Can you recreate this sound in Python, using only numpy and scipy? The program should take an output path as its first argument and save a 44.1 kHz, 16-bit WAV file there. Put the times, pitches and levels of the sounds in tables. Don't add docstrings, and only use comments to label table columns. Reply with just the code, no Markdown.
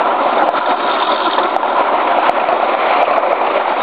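import sys
import numpy as np
from scipy import signal
from scipy.fft import rfft, irfft
from scipy.io import wavfile
from scipy.ndimage import uniform_filter1d

SR = 44100
rng = np.random.default_rng(int(sys.argv[2]) if len(sys.argv) > 2 else 0)


def int16_out(signal):
    q = np.round(np.clip(np.atleast_2d(signal).T, -1, 1) * 32767)
    wavfile.write(sys.argv[1], SR, q.astype(np.int16))


def invert_db(level):
    return 10 ** (np.asarray(level, dtype=float) / 20)


N = 168462

# start in seconds, level in dB, ring in Hz,
# gain drop it causes in dB (none if negative).
KNOCK_EVENTS = [(0.125, -8.5, 965, -1.5), (0.328, -5.5, 670, 1), (0.538, -4, 622, -13.5),
                (0.684, -9.5, 554, -4), (1.101, -7, 695, 0), (1.381, -1.5, 970, 0), (1.63, 0.5, 918, 1),
                (1.983, -4.5, 720, -4), (2.122, -5.5, 713, 2.5), (2.381, -1.5, 769, 2.5), (2.44, 0, 739, 5),
                (2.487, 1.5, 660, 1), (2.527, 2.5, 662, -2), (2.599, -5.5, 703, 3), (2.628, 0, 726, -2),
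                (2.749, 0.5, 733, 6.5), (3.079, -1, 595, 3), (3.11, -4.5, 694, 2), (3.411, -7, 572, -7.5),
                (3.576, -4.5, 616, 2.5), (3.656, -5.5, 862, 2.5)]
# start in seconds, level in dB, ring in Hz, gain drop in dB.
BANG_EVENTS = [
    (.4212, .3, 800, 2),
    (.4885, 3, 700, 10.5),
    (1.563, 2.2, 760, 10),
    (2.185, .7, 723, 5),
    (2.2937, 7, 720, 13),
    (3.0293, .6, 726, 4),
    (3.1805, 1.8, 700, 5),
    (3.3292, 2.15, 700, 10),
]
# pitch in Hz, level in dB, time to fall by 60 dB in seconds.
SCREEN_MODES = [(2500, -2, 0.025), (3188, 1, 0.025), (3380, 2, 0.022), (3609, 6, 0.03), (3720, -3, .015),
                (4330, -3.5, 0.022)]


def evened(x):
    return x / np.sqrt(np.mean(x ** 2) + 1e-20)


def read(points, hz):
    f, value = np.transpose(points)
    return np.interp(np.log(hz + 1), np.log(f + 1), value)


def walk(t, column):
    # time in seconds, roar level in dB, share of the hopper side from 0 to 1,
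    # rattle level in dB, grinding brightness in dB.
    path = [(0, -12.5, 0.17, -54, -1.5), (.25, -13, 0.3, -30.5, -3.5), (.47, -10.5, 0.3, -33, -2),
            (.6, -16, 0.04, -31, -2.5), (.8, -15.5, 0.3, -25.5, -1.5), (0.999, -17.5, 0.1, -24, 1),
            (1.199, -15, 0.1, -21, -0.5), (1.338, -16, 0.1, -26, -2.5), (1.458, -15.5, 0.2, -33, -2.5),
            (1.751, -11, 0.2, -30.5, -3), (1.998, -16, 0.4, -46, 1.5), (2.249, -10.5, 0.2, -49, 2.5),
            (2.599, -13, 0.51, -28, -1), (2.9, -11, 0.47, -39, 5.5), (3.2, -11, 0.6, -39.5, -0.5),
            (3.5, -14.5, 0.5, -36, 2.5), (3.82, -16, 0.4, -27.5, 2.5)]
    rows = np.array(path)
    return np.interp(t, rows[:, 0], rows[:, column])


def ring(hz, t60, rise=0.00015):
    t = np.arange(3000) / SR
    return (1 - np.exp(-t / rise)) * invert_db(-60 * t / t60) * np.sin(2 * np.pi * hz * t)


def roar():
    # frequency in Hz, level in dB per Hz.
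    press_side = [(59, -77), (100, -39.5), (351, -8), (462, -25.5), (579, -5), (1000, -5.5), (1100, -11.5),
                  (3630, -22.5), (4700, -49.5), (6110, -61.5), (10300, -120)]
    # frequency in Hz, level in dB per Hz.
    hopper_side = [(59, -64.5), (100, -46.5), (419, -0.5), (702, -0.5), (1000, -1.5), (1120, 4.5),
                   (1600, -15.5), (2390, -18.5), (4700, -38.5), (6110, -72), (10300, -120)]
    # pitch in Hz, width in Hz,
    # dB over the roar from the press side, dB over it from the hopper side.
    panels = [(280, 89, 2, -2.5), (358, 8.9, 4, -2.5), (532, 66, 3.5, 10.5), (715, 42, 0, 10.5),
              (1008, 85, 6, -3), (1363, 110, 14, -15), (2350, 370, -7.5, 15)]
    patch_db, flicker_db, swell_db = 1.47, 1.83, 0.3
    grind_hz = 1500

    frames, hz = N // 128 + 5, np.fft.rfftfreq(1024, 1 / SR)
    t = np.arange(frames) * 128 / SR
    real, imaginary, patches = rng.standard_normal((frames, 513, 3)).T
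    patches = evened(uniform_filter1d(uniform_filter1d(patches, 10, 0), 14, 1))
    flicker = evened(uniform_filter1d(rng.standard_normal(frames), 5))
    waves = [np.sin(2 * np.pi * (f * t + rng.random())) / np.sqrt(f) for f in np.geomspace(2, 20, 24)]
    swell = evened(sum(waves))

    share = np.clip(walk(t, column=2), 0, 1)
    colour_db = np.outer(read(press_side, hz), 1 - share) + np.outer(read(hopper_side, hz), share)
    power = invert_db(2 * colour_db)
    for f, width, press_db, hopper_db in panels:
        resonance = 1 / (1 + (2 * (hz - f) / width) ** 2)
        power = power * (1 + np.outer(resonance, invert_db(2 * (press_db + share * (hopper_db - press_db)))))
    treble = 1 / (1 + (grind_hz / (hz + 1)) ** 6)
    power = power / power.sum(0) * invert_db(2 * np.outer(treble, walk(t, column=4)))
    unsteady_db = patch_db * patches + flicker_db * flicker + swell_db * swell
    spectrum = (real + 1j * imaginary) * np.sqrt(power) * invert_db(unsteady_db)
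    return evened(signal.istft(spectrum, nperseg=1024, noverlap=896)[1][:N])


def load_surges(t):
    # time in seconds, change in dB.
    surges = [(.03, -3.5), (.33, 0.5), (.4, -3), (.459, -4), (.575, 8), (.603, -5), (.62, 3), (.647, -4),
              (.708, 4), (.75, -3), (.795, -0.5), (.84, 2), (.93, 1), (1.061, -0.5), (1.117, 2.5),
              (1.174, -3.5), (1.27, 0), (1.393, 3.5), (1.45, 3.5), (1.741, -2), (1.8, -2), (1.903, -1),
              (1.989, 3.3), (2.218, -0.2), (2.531, 1.5), (2.582, -3), (2.841, -3), (2.913, -5),
              (3.06, -3.5), (3.22, -1), (3.29, -0.5), (3.315, 2), (3.47, -2), (3.571, 3), (3.64, -4),
              (3.7, 2), (3.745, -4), (3.79, -1)]
    surge_s = 0.022
    return sum(db * np.exp(-((t - s) / surge_s) ** 2) for s, db in surges)


def tones():
    # pitch in Hz, width in Hz, dB from the press side, dB from the hopper side.
    hums = [(236.5, 2.5, -44, -35), (363, 12, -31, -39), (398.4, 4, -33, -37), (527, 7, -42, -31),
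            (576, 4, -40, -27), (636, 7, -36, -30), (716, 9, -27, -24), (770, 7, -40, -31),
            (829, 4, -42, -26), (985, 25, -27, -36), (1122, 12, -40, -26), (1250, 18, -33, -40),
            (1357, 10, -33, -32)]
    t, out = np.arange(N) / SR, np.zeros(N)
    share = np.clip(walk(t, column=2), 0, 1)
    for hz, width, press_db, hopper_db in hums:
        memory = np.exp(-np.pi * width / SR)
        noise = rng.standard_normal(N) + 1j * rng.standard_normal(N)
        wander = signal.lfilter([1], [1, -memory], noise)
        tone = evened((wander * np.exp(2j * np.pi * hz * t)).real)
        out += invert_db(press_db + share * (hopper_db - press_db)) * tone
    return out


def taps():
    taps_per_s, level_db, spread_db, t60_s = 90, -10.5, 3, 0.022
    hit = rng.random(N) < taps_per_s / SR
    size = invert_db(spread_db * np.minimum(rng.exponential(1, N), 3)) * hit
    spot = rng.integers(0, 16, N)
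    out = np.zeros(N)
    for k, hz in enumerate(np.geomspace(500, 1350, 16)):
        out += signal.oaconvolve(size * (spot == k), ring(hz, t60_s, rise=0.00056))[:N]
    return invert_db(level_db) * evened(out)


def rattle():
    shaft_hz, jitter_turns, strike_spread_db = 44.7, 0.08, 2.5
    chatter_per_s, chatter_db, burst_s = 900, -3, 0.0063
    clump_db, loose, level_db = 3, 0.051, -7
    wobble = evened(uniform_filter1d(rng.standard_normal(N), 900))
    turns = np.arange(N) * shaft_hz / SR + jitter_turns * wobble
    strike = np.diff(np.maximum.accumulate(np.floor(turns)), prepend=0) > 0
    out = np.zeros(N)
    for hz, db, t60 in SCREEN_MODES + SCREEN_MODES:
        hits = strike * invert_db(strike_spread_db * rng.standard_normal(N))
        burst = signal.lfilter([1], [1, -np.exp(-1 / (burst_s * SR))], hits)
        scrape = evened(burst * rng.standard_normal(N))
        chatter = evened(rng.standard_normal(N) * (rng.random(N) < chatter_per_s / SR))
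        drive = scrape + invert_db(chatter_db) * chatter
        clump = evened(uniform_filter1d(rng.standard_normal(N), 2500))
        mode = ring(hz * (1 + loose * rng.uniform(-0.76, 1)), t60)
        out += invert_db(db + clump_db * clump) * evened(signal.oaconvolve(drive, mode)[:N])
    return invert_db(level_db + walk(np.arange(N) / SR, column=3)) * evened(out)


def strikes():
    # start in seconds, peak in dB.
    hit_list = [(0.2123, -27), (0.2333, -22), (0.3061, -26.5), (0.327, -25.5), (0.356, -25), (0.381, -22.5),
                (0.4493, -32), (0.4885, -20.5), (0.533, -28), (0.568, -19.5), (0.5813, -22), (0.6597, -18),
                (0.6865, -26), (0.7127, -23), (0.8279, -21.5), (0.8638, -20), (0.896, -24.5), (0.9114, -15),
                (0.932, -19), (0.9521, -20.5), (0.999, -15.5), (1.023, -10.5), (1.0482, -17.5),
                (1.0688, -18), (1.0917, -20.5), (1.1162, -16), (1.1392, -20), (1.159, -17), (1.1784, -15.5),
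                (1.2008, -14.5), (1.219, -15), (1.243, -16), (1.2595, -12.5), (1.3102, -16.5),
                (1.331, -16.5), (1.3594, -20), (1.3856, -18), (1.4303, -21), (1.432, -20), (1.4964, -23),
                (1.5637, -16.5)]
    level_db, hold_s = -1, 0.004
    hits = np.zeros(N)
    for s, db in hit_list:
        hits[round(s * SR)] = invert_db(db + level_db)
    fading = signal.lfilter([1], [1, -np.exp(-1 / (hold_s * SR))], hits)
    scrapes = fading * rng.standard_normal((len(SCREEN_MODES), N))
    out, energy = np.zeros(N), 0
    for scrape, (hz, db, t60) in zip(scrapes, SCREEN_MODES):
        mode = ring(hz, t60)
        out += invert_db(db) * signal.oaconvolve(scrape, mode)[:N]
        energy += invert_db(2 * db) * np.sum(mode ** 2)
    return out / np.sqrt(energy)


def knocks(table, t60=0.037, rise=0.00067):
    overtone, overtone_db = 1.8, -13
    out = np.zeros(N + 3000)
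    for s, db, hz, *_ in table:
        at = round(s * SR)
        shape = ring(hz, t60, rise) + invert_db(overtone_db) * ring(hz * overtone, t60, rise)
        out[at:at + 3000] += invert_db(db) * shape / abs(shape).max()
    return out[:N]


def nudges():
    # start in seconds, level in dB, ring in Hz.
    light_knocks = [(0.065, -3.5, 746), (0.371, -6, 653), (0.495, 1.5, 936), (0.658, -3.5, 954),
                    (1.021, -5.5, 985), (1.25, -9, 726), (1.444, -3.5, 726), (1.68, -8.5, 741),
                    (1.724, -2, 791), (1.805, -7, 506), (1.94, -3, 673), (2.168, -4.5, 715),
                    (2.261, -2, 1008), (2.4, -3.5, 1057), (2.689, -4, 569), (2.904, -2.5, 849),
                    (3.006, -3, 804), (3.473, -9.5, 765), (3.558, 0, 581), (3.598, -1.5, 860),
                    (3.679, -2, 842), (3.722, -0.5, 859)]
    return invert_db(-3) * knocks(light_knocks)


def brief_scrapes():
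    # start in seconds, level in dB, ring in Hz.
    scrape_list = [(0.33, -18.5, 2680), (0.3845, -28, 2290), (0.5687, -19.5, 2670), (1.3312, -10, 3150),
                   (1.8178, -14, 2260), (2.0727, -9, 2330), (2.3972, -9.5, 2500), (2.5998, -12.5, 2500),
                   (2.6732, -17, 2355), (2.7736, -15.5, 2270), (2.8975, -16.5, 2390), (3.05, -11.5, 2780),
                   (3.1272, -5, 2370), (3.2605, -15, 2350), (3.466, -14, 2740), (3.6007, -20, 2380),
                   (3.7184, -17.5, 2277)]
    t60_s, hold_s, level_db = 0.006, 0.012, -5
    out, t = np.zeros(N + 5000), np.arange(2000) / SR
    for s, db, hz in scrape_list:
        at = round(s * SR)
        scrape = rng.standard_normal(2000) * np.exp(-t / hold_s)
        shape = signal.oaconvolve(scrape, ring(hz, t60_s))
        out[at:at + len(shape)] += invert_db(db + level_db) * shape / abs(shape).max()
    return out[:N]


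def rumble(x):
    level_db, top_hz, skew_db = -59, 70.5, -3
    overload = evened(uniform_filter1d(x ** 2, 600)) ** 2
    drive = rng.standard_normal(N) * (1 + invert_db(skew_db) * overload)
    return invert_db(level_db) * evened(signal.sosfilt(signal.butter(2, top_hz, fs=SR, output="sos"), drive))


def hiss(x):
    # frequency in Hz, level in dB per Hz.
    bands = [(5000, -9), (6800, -8), (8500, -5), (9600, 0), (10700, -8), (11700, -1), (12800, -7),
             (15000, -6)]
    level_db, follow = -84, 1.3
    colour = invert_db(read(bands, np.fft.rfftfreq(N, 1 / SR)))
    noise = evened(irfft(rfft(rng.standard_normal(N)) * colour, N))
    loudness = abs(uniform_filter1d(x ** 2, 1500))
    return invert_db(level_db) * noise * evened(loudness ** (follow / 2))


def scene():
    soft_top, firm_top = 0.85, 0.74
    t = np.arange(N) / SR
    machines = invert_db(walk(t, column=1)) * (roar() + taps()) + tones() + rattle()
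    steady = invert_db(load_surges(t)) * machines + brief_scrapes() + strikes()
    steady = soft_top * np.tanh(steady / soft_top)
    steady = steady + knocks(KNOCK_EVENTS) + nudges()
    steady = steady / (1 + (abs(steady) / firm_top) ** 6) ** (1 / 6)
    drowned = 1 - 0.6 * sum(np.exp(-((t - s - 0.002) / 0.004) ** 2) for s, *_ in BANG_EVENTS)
    return (steady * drowned + knocks(BANG_EVENTS, t60=0.045, rise=0.001))[None]


def low_pass(x):
    return signal.sosfilt(signal.butter(12, 15830, fs=SR, output="sos"), x)


def record(dry):
    react_s, drop_s, recover_s = 0.0025, 0.002, 0.05
    edge_hz, shelf_hz, shelf = 4750, 4250, invert_db(-2.5)
    clip_top, offset = 1.0, -0.004
    t, drop_db = np.arange(N) / SR, np.zeros(N)
    for s, _, _, db in KNOCK_EVENTS + BANG_EVENTS:
        since = np.maximum(t - s - react_s, 0)
        onset = np.sin(np.pi / 2 * np.minimum(since / drop_s, 1)) ** 2
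        drop_db += max(db, 0) * onset * np.exp(-since / recover_s)

    corners = [0, shelf_hz, shelf_hz + 200, edge_hz - 300, edge_hz + 300, SR / 2]
    edge = signal.firwin2(301, corners, [1, 1, shelf, shelf, 0, 0], fs=SR, window=("kaiser", 8))
    narrow = signal.oaconvolve(dry, edge[None], "same")
    narrow = signal.sosfilt(signal.butter(3, 158, "high", fs=SR, output="sos"), narrow)

    loud = np.clip(narrow * invert_db(-drop_db), -clip_top, clip_top)
    loud = signal.sosfilt(signal.butter(1, 11000, fs=SR, output="sos"), loud)
    thinned = signal.sosfilt(signal.butter(1, 90, "high", fs=SR, output="sos"), loud)
    loud = np.clip(thinned + rumble(loud) + offset, -1.05, 1.05)
    return low_pass(loud + hiss(loud))


dry = scene()
out = record(dry)
int16_out(out)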